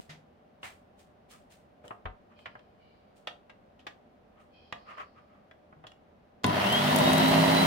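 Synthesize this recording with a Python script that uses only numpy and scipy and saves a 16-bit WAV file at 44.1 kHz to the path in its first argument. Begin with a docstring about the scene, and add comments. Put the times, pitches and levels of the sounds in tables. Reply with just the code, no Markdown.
"""A small kitchen: over room hush, sleeves swish, a plug knocks about, plastic scrapes and a pulled cord sings.
At 6.44 s a switch snaps, the housing rings and a hand mixer on its stand runs up with a jolt of mains hum.
Shaft and commutator tones, gear rattle, fan air and brush hiss follow its speed; sharp ticks cut in.
Rubbing and air are shaped noise, knocks are short clatters with ringing modes, tones follow the shaft angle."""
import sys
import numpy as np
from scipy import signal
from scipy.fft import rfft, irfft
from scipy.io import wavfile

SR = 44100
rng = np.random.default_rng(int(sys.argv[2]) if len(sys.argv) > 2 else 0)


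def log_audio(samples):
    """Write samples as a 16-bit WAV file to the path given in sys.argv[1]."""
    # one column per channel
    frames = np.atleast_2d(samples).T
    # limit to full scale, then quantise
    limited = np.clip(frames, -1, 1)
    pcm = np.round(limited * 32767).astype(np.int16)
    wavfile.write(sys.argv[1], SR, pcm)


N = 337792
T, HZ = np.arange(N) / SR, np.fft.rfftfreq(N, 1 / SR)
ON_S, RIPPLE_HZ = 6.441, 100  # switching on; torque ripple of the mains
FULL_SPEED_HZ = 155.7  # shaft turns per second


def amp(db):
    """Amplitude of a level in dB."""
    return 10 ** (np.asarray(db) / 20)


def unit(x):
    """Scale to an RMS of 1."""
    return x / np.sqrt(np.mean(x ** 2, axis=-1, keepdims=True) + 1e-20)


def read(points, hz):
    """Interpolate a table over log frequency."""
    f, value = np.transpose(points)
    return np.interp(np.log(hz + 1), np.log(f + 1), value)


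def colour(x, points):
    """Filter by a spectrum in dB."""
    return irfft(rfft(x) * amp(read(points, HZ)), N)


def noise(points):
    """A mid and side pair of noises with one spectrum."""
    return unit(colour(rng.standard_normal((2, N)), points))


def wander(hz):
    """Random fluctuation up to about the given rate."""
    return unit(irfft(rfft(rng.standard_normal(N)) / (1 + (HZ / hz) ** 4), N))


def add(mix, s, sound):
    """Mix a sound in at a time in s."""
    part = mix[:, max(round(s * SR), 0):][:, :sound.shape[-1]]
    part += sound[..., :part.shape[-1]]


def resonances(rows):
    """Noise in a few steep resonant bands, as mid and side."""
    out = np.zeros((2, N))
    for hz, width_hz, db in rows:
        response = 1 / (1 + ((HZ - hz) / width_hz) ** 2) ** 2
        out += amp(db) * unit(irfft(rfft(rng.standard_normal((2, N))) * response, N))
    return out


def kitchen(x):
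    """Tiles and cupboard doors return a short dense tail of the mid, as mid and side."""
    # decay of the room: (frequency [Hz], t60 [s])
    decay = [(150, 0.33), (600, 0.32), (2500, 0.21), (6000, 0.23), (15000, 0.31)]
    taps = rng.standard_normal((2, SR // 2)) * (T[:SR // 2] > .005)
    hz, t, z = signal.stft(taps, SR, nperseg=256)
    fade = amp(-60 * t / read(decay, hz)[:, None])
    tail = signal.istft(z * fade, SR, nperseg=256)[1]
    return signal.fftconvolve(x[:1], tail / np.linalg.norm(tail[0]), axes=1)[:, :N]


def stroke(s, db, rise_s, t60_s, hold_s=0):
    """The power of one rubbing movement: it swells to a peak, holds and dies away."""
    swell = np.exp(-(np.minimum(T - s, 0) / rise_s) ** 2)
    return amp(db - 60 * np.maximum(T - s - hold_s, 0) / t60_s) ** 2 * swell


def friction(power, spectrum, grain_db):
    """Grainy rubbing noise that follows the power of the strokes."""
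    return np.sqrt(power) * unit(amp(grain_db * wander(430))) * noise(spectrum)


def with_speed(speed_hz, db, growth_db):
    """Gain of a layer: dB at full speed, dB gained per doubling of speed."""
    return amp(db + growth_db * np.log2(speed_hz / FULL_SPEED_HZ + 1e-3))


def cycle(turns):
    """Cosine of an angle counted in turns."""
    return np.cos(2 * np.pi * turns)


def tone(turns, waver_db, smear):
    """One wavering partial; its side is a quarter turn off, so both ears hear it about equally loud."""
    mid = turns + smear * wander(26)
    side = mid - 1 / 4 + .05 * wander(2)
    return np.sqrt(2) * amp(waver_db * wander(13)) * cycle(np.array([mid, side]))


def room_tone(hush_db=-63.13):
    """Low hush as shaped noise, plus a few droning resonant bands."""
    # hush spectrum: (frequency [Hz], relative density [dB])
    hush = [(15, -38), (25, -8), (66, -2.5), (121, -3.5), (207, -0.5), (309, -4.5), (488, -4.5), (588, -4),
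            (673, -5), (749, -10.5), (978, -13), (3010, -26), (5570, -37.5), (7680, -45), (15000, -47)]
    # faint drone of the room: (frequency [Hz], width [Hz], level [dB])
    drone = [(80.2, 6.3, -75.5), (224.5, 67, -71), (596, 20, -73.5), (753, 93, -73.5)]
    return amp(hush_db) * noise(hush) + resonances(drone)


def swishes(rise_s=.012, t60_s=0.29):
    """Sleeves: cloth friction, one power stroke per movement."""
    # sleeve strokes: (peak time [s], level [dB])
    strokes = [(.015, -64), (.65, -51.5), (0.999, -66.5), (1.317, -57.5), (1.523, -62.5), (1.86, -69),
               (2.4, -76), (3.174, -71.5), (4.41, -76.5)]
    # cloth spectrum: (frequency [Hz], relative density [dB])
    cloth = [(300, -17), (1500, 3), (3000, 5.5), (6000, -1), (8800, 1), (11000, -8.5), (15500, -9)]
    power = sum(stroke(s, db, rise_s, t60_s) for s, db in strokes)
    return friction(power, cloth, grain_db=2.5)


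def knocks(level_db=1, ring_db=-13, body_hz=800, edge_hz=4200, spot_db=8, spot_width=0.19,
           rise_share=0.02, wet_db=-7):
    """Plug, cord and switch: each contact is a quick clatter with plug modes; soft has body, hard has edge."""
    # contacts: (time [s], relative level [dB], edge [dB], contact t60 [s], resonance of the struck spot [Hz])
    hits = [(.093, -50.5, 11.5, 0.2, 2080), (.630, -40.5, -8, 0.043, 2880), (.635, -44.5, -10, 0.24, 2160),
            (1.839, -54.5, -29, 0.21, 543), (1.88, -54, 26, 0.007, 3000), (1.907, -38.5, -54, 0.055, 1170),
            (2.055, -36, -31, 0.075, 1240), (2.390, -56, -5, 0.029, 3200),
            (2.457, -39.5, -13.5, 0.074, 2160), (2.553, -44, -58, 0.05, 1720), (2.592, -59, 0, 0.029, 3250),
            (3.272, -32.5, -2.5, 0.046, 3160), (3.496, -52.5, -3.5, .074, 2120),
            (3.792, -62.5, 6.5, 0.11, 2800), (3.867, -38, 0.5, 0.059, 2130),
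            (4.725, -31.5, -2.5, .023, 2230), (5.512, -51.5, -7, 0.028, 2070),
            (5.726, -53.5, -59, 0.053, 1260), (5.839, -51, -30, 0.1, 1110), (5.868, -51, 11, 0.042, 3250),
            (5.918, -56, 9, 0.021, 3100), (6.435, -47, 19, 0.056, 804), (6.4423, -22.5, 9, 0.028, 980)]
    # plastic spectrum: (frequency [Hz], relative density [dB])
    plastic = [(30, -36), (100, 4.5), (300, -1.5), (600, 7.5), (1200, 2.5), (2300, -0.5), (3300, 0),
               (5000, -10), (7000, -18), (10000, -28.5), (15000, -36)]
    # ring of the plug: (nominal frequency [Hz], t60 [s], relative level [dB])
    plug = [(625, 0.28, 2), (1258, 0.086, 6), (1716, 0.078, 5.5), (2060, 0.11, -52), (2930, 0.06, 6)]
    # spots that ring lower also have more body
    neutral_hz, body_db_per_octave = 1900, 4.5
    out, t = np.zeros((2, N)), T[:SR // 4]
    hz = np.fft.rfftfreq(2 * len(t), 1 / SR)
    shell = unit(amp(read(plastic, hz)))
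    for s, db, edge_db, t60_s, spot_hz in hits:
        # a long contact also builds up slowly
        build_up = 1 - np.exp(-t / (rise_share * t60_s))
        clatter = rng.standard_normal((2, len(t))) * amp(-60 * t / t60_s) * build_up
        ring = np.zeros((2, len(t)))
        for mode_hz, life_s, mode_db in plug:
            turns = mode_hz * rng.uniform(.93, 1.2) * t + rng.random((2, 1))
            ring += amp(mode_db - 60 * t / life_s) * np.sin(2 * np.pi * turns)
        body_db = body_db_per_octave * np.log2(neutral_hz / spot_hz)
        tilt_db = body_db / (1 + (hz / body_hz) ** 4) + edge_db / (1 + (edge_hz / (hz + 1)) ** 4)
        peak_db = spot_db / (1 + ((hz / spot_hz - 1) / spot_width) ** 2)
        source = rfft(clatter, 2 * len(t)) * shell + amp(ring_db) / 2 * rfft(ring, 2 * len(t))
        hit = irfft(source * amp(tilt_db + peak_db))[:, :len(t)]
        add(out, s, amp(db + level_db) * hit)
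    return out + amp(wet_db) * kitchen(out)


def bumps_and_housing_ring():
    """Dull bumps of bench and stand, and the mixer housing ringing at switch-on: each is one decaying mode."""
    # bumps, last row the housing: (time [s], level [dB], frequency [Hz], t60 [s])
    modes = [(0.094, -46.5, 154.4, 0.36), (2.052, -38.5, 86.6, 0.17), (2.06, -37, 45, 0.18),
             (4.726, -51, 168, 0.15), (5.767, -51.5, 156, 0.21), (6.443, -29.5, 999, 0.33)]
    out, t = np.zeros((2, N)), T[:SR // 2]
    for s, db, hz, t60_s in modes:
        add(out, s, amp(db - 60 * t / t60_s) * np.sin(2 * np.pi * hz * t))
    return out


def scrapes(t60_per_rise=7.5):
    """Plastic sliding on plastic; a slow slide also dies slowly."""
    # slides: (peak time [s], level [dB], rise [s])
    slides = [(1.35, -61.5, 0.022), (2.33, -65, 0.017), (4.41, -64.5, .03), (4.916, -47.5, 0.028),
              (4.986, -44, 0.0083), (5.013, -42, 0.015), (5.19, -60, 0.021), (5.36, -69, 0.069)]
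    # sliding spectrum: (frequency [Hz], relative density [dB])
    sliding = [(200, -22), (600, 0), (900, -5), (1230, 10.5), (1450, -3), (1800, -2), (2900, -7.5),
               (4000, -23.5), (7000, -32), (15000, -47)]
    power = sum(stroke(s, db, rise_s, t60_per_rise * rise_s) for s, db, rise_s in slides)
    return friction(power, sliding, grain_db=1.8)


def cord(rise_s=0.021, t60_s=1.12, held_hz=4440, hold_power=5.7):
    """Each pull through the hand makes the cord sing in resonant bands; low partials drop out first."""
    # pulls: (time [s], hold [s], level [dB], pitch [share of the cord's own])
    pulls = [(2.39, 0.04, -68.5, .97), (2.83, 0.12, -72, 0.91), (4.56, 0.42, -66.5, 0.99)]
    # partials of the cord: (frequency before pitch [Hz], width [Hz], relative level [dB])
    partials = [(2540, 120, -3), (3210, 210, -4), (4530, 1000, -9.5), (5250, 200, -18)]
    out = np.zeros((2, N))
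    for s, hold_s, db, pitch in pulls:
        for hz, width_hz, partial_db in partials:
            # partials from held_hz up hold for the whole pull
            held_share = min(hz / held_hz, 1) ** hold_power
            power = stroke(s, db, rise_s, t60_s, hold_s * held_share)
            out += np.sqrt(power) * resonances([(pitch * hz, width_hz, partial_db)])
    return out


def handling(wet_db=-10):
    """Sleeves, bumps, housing ring, sliding plastic and the cord, with the kitchen's tail."""
    out = swishes() + bumps_and_housing_ring() + scrapes() + cord()
    return out + amp(wet_db) * kitchen(out)


def mains_hum(ripple, speed_hz, inrush_db=-28, inrush_t60_s=0.61, inrush_slope_db=-6, surge_hum_db=-7):
    """Field coils hum at ripple multiples; the stalled motor's current surge adds hum and a stand shudder."""
    # hum of the field coils: (relative level [dB]) at each multiple of the ripple
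    hum_db = [-56, -33.5, -74, -45, -43.5, -34.5, -43, -50]
    # shudder of the stand as the motor takes hold: (frequency [Hz], relative density [dB])
    jolt = [(50, -39), (130, -1.5), (280, -4.5), (450, -19), (2000, -63)]
    surge = amp(inrush_db - 60 * np.maximum(T - ON_S, 0) / inrush_t60_s)
    shake = with_speed(speed_hz, -2.5, growth_db=9.5)
    out = surge * noise(jolt)
    for k, db in enumerate(hum_db, 1):
        surge_hum = surge * amp(inrush_slope_db * abs(k - 2) + surge_hum_db)
        out += (amp(db) * shake + surge_hum) * tone(k * ripple, waver_db=3.0, smear=0.048)
    return out


def shaft_throb(shaft, ripple, speed_hz):
    """An unbalanced rotor, its force growing with speed and its torque pulsing with the mains."""
    # shaft tones: (multiple of the shaft, sideband [steps of the ripple])
    partials = [(1, 0), (1, 1), (1, 2), (3, 0), (4, 0), (5, 0), (5, 1), (12, -1), (12, 0), (12, 1), (17, 0),
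                (23, 0), (25, 0), (48, 0)]
    # their levels: (relative level [dB])
    partials_db = [-7.5, -6.5, -20.5, -29, -23, -23, -19, -25, -21, -26.5, -24.5, -47, -24.5, -38]
    out = np.zeros((2, N))
    for (k, sideband), db in zip(partials, partials_db):
        waver_db, smear = min(2.0 * np.sqrt(k), 3), 0.011 * np.sqrt(k)
        out += amp(db) * tone(k * shaft + sideband * ripple, waver_db, smear)
    return with_speed(speed_hz, -24.5, growth_db=25.5) * out


def whine(shaft, speed_hz, bars=24, clear_db=-35, chatter_db=-46.5, chatter_growth_db=6):
    """Commutator bars sing out at each housing resonance; between them only chatter is left."""
    # resonances of the housing: (frequency [Hz], width [Hz], relative level [dB])
    housing = [(2720, 130, -4), (3170, 230, 0), (3835, 65, -2.5), (4010, 40, -4)]
    clear = sum(amp(clear_db + db) / (1 + ((bars * speed_hz - hz) / width_hz) ** 4)
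                for hz, width_hz, db in housing)
    chatter = with_speed(speed_hz, chatter_db, chatter_growth_db) * wander(160)
    return (clear + chatter) * tone(bars * shaft, waver_db=2.0, smear=.06)


def gear_rattle(shaft, ripple, speed_hz, load_s=6.91, load_rise_s=0.02, load_db=3.5):
    """Gear noise pulses with turn and current, and gets louder once the bowl starts to turn."""
    # gear spectrum: (frequency [Hz], relative density [dB])
    gears = [(30, -48), (60, -15), (90, -5), (130, -0.5), (240, 1), (310, -2), (440, -5), (540, -7),
             (630, 4.5), (780, -2), (860, -2.5), (960, 1.5), (1100, -8.5), (1500, -48)]
    load = np.clip((T - load_s) / load_rise_s, 0, 1)
    pulse = unit(amp(0.75 * cycle(shaft) + 1.0 * cycle(ripple) + 1.5 * wander(52)))
    return with_speed(speed_hz, -31 + load_db * load, growth_db=1) * noise(gears) * pulse


def fan_air(shaft, ripple, speed_hz, buzz_db=-4):
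    """The fan blows through the vents; rough spots passing the brushes add a comb of shaft multiples."""
    # air spectrum, also colours the buzz: (frequency [Hz], relative density [dB])
    vents = [(40, -40), (700, -9.5), (1200, 3.5), (1400, 3), (1600, 0), (1950, 4.5), (2400, -3),
             (2800, 1.5), (3200, 2.5), (3500, -4), (3850, -3.5), (4400, -5), (5500, -11.5), (7000, -24.5)]
    air = noise(vents) * unit(amp(0.33 * cycle(shaft) + 0.87 * cycle(ripple) + 1.16 * wander(100)))
    on = T > ON_S
    comb = np.zeros((2, N))
    for k in range(5, 33):
        phase = rng.random((2, 2, 1))
        # the pulsing current splits each multiple
        comb[:, on] += cycle(k * shaft[on] + phase[0]) * (1 + cycle(ripple[on] + phase[1]))
    # unit() spans the silence before switching on; the root of the running share corrects for it
    buzz = amp(buzz_db) * unit(colour(comb, vents)) * np.sqrt(on.mean())
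    return with_speed(speed_hz, -33, growth_db=3.2) * (air + buzz)


def brush_hiss(ripple, speed_hz):
    """The brushes hiss with the current."""
    # brush spectrum: (frequency [Hz], relative density [dB])
    brushes = [(100, -30), (3000, -18), (5500, 2), (7200, -1), (7900, -3), (8300, -1.5), (9000, 3.5),
               (9700, -1.5), (13000, -3.5), (15500, -3.5)]
    pulse = unit(amp(0.64 * cycle(ripple) + 1.1 * wander(600)))
    return with_speed(speed_hz, -43, growth_db=10.5) * noise(brushes) * pulse


def ticks(t60_s=.014, snap_hz=10000, wet_db=-7):
    """Beaters and brushes: short decaying snaps of noise around a bright resonance."""
    # ticks: (time [s], relative level [dB])
    snaps = [(6.465, -41), (6.726, -37), (6.9615, -28), (6.987, -36), (7.1325, -33), (7.1815, -35),
             (7.284, -37)]
    out, t = np.zeros((2, N)), T[:SR // 20]
    b, a = signal.iirpeak(snap_hz, 2, fs=SR)
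    for s, db in snaps:
        snap = unit(signal.lfilter(b, a, rng.standard_normal((2, len(t)))))
        add(out, s, 2 * amp(db - 60 * t / t60_s) * snap)
    return out + amp(wet_db) * kitchen(out)


def mixer(run_up_s=.170, creep_hz_per_s=9.3, jitter=0.00078, fade_in_s=0.0071):
    """Exponential run-up, then a creep as the batter loosens; speed, shaft and mains phase drive the layers."""
    since_s = np.maximum(T - ON_S, 0)
    speed_hz = (FULL_SPEED_HZ + creep_hz_per_s * since_s) * (1 - np.exp(-since_s / run_up_s))
    # angles in turns
    shaft = np.cumsum(speed_hz * (1 + jitter * wander(14.3))) / SR
    ripple = RIPPLE_HZ * T
    tones = mains_hum(ripple, speed_hz) + shaft_throb(shaft, ripple, speed_hz) + whine(shaft, speed_hz)
    noises = gear_rattle(shaft, ripple, speed_hz) + fan_air(shaft, ripple, speed_hz)
    running = tones + noises + brush_hiss(ripple, speed_hz)
    return running * np.minimum(since_s / fade_in_s, 1) + ticks()


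def scene():
    """Sum the sources as mid and side, shape the side over frequency, decode to left and right."""
    # stereo width: (frequency [Hz], side gain [dB])
    width = [(30, -10), (70, -7), (170, -17.5), (300, -4), (600, -1.5), (1000, 2.5), (2000, -1),
             (15000, -0.5)]
    mid, side = room_tone() + handling() + knocks() + mixer()
    side = colour(side, width)
    return np.array([mid + side, mid - side])


def record(dry, edge_hz=15950):
    """The recorder's band limit: a steep linear-phase low-pass."""
    taps = signal.firwin(511, edge_hz, window=("kaiser", 9), fs=SR)
    return signal.oaconvolve(dry, taps[None], "same")


dry = scene()
out = record(dry)
log_audio(out)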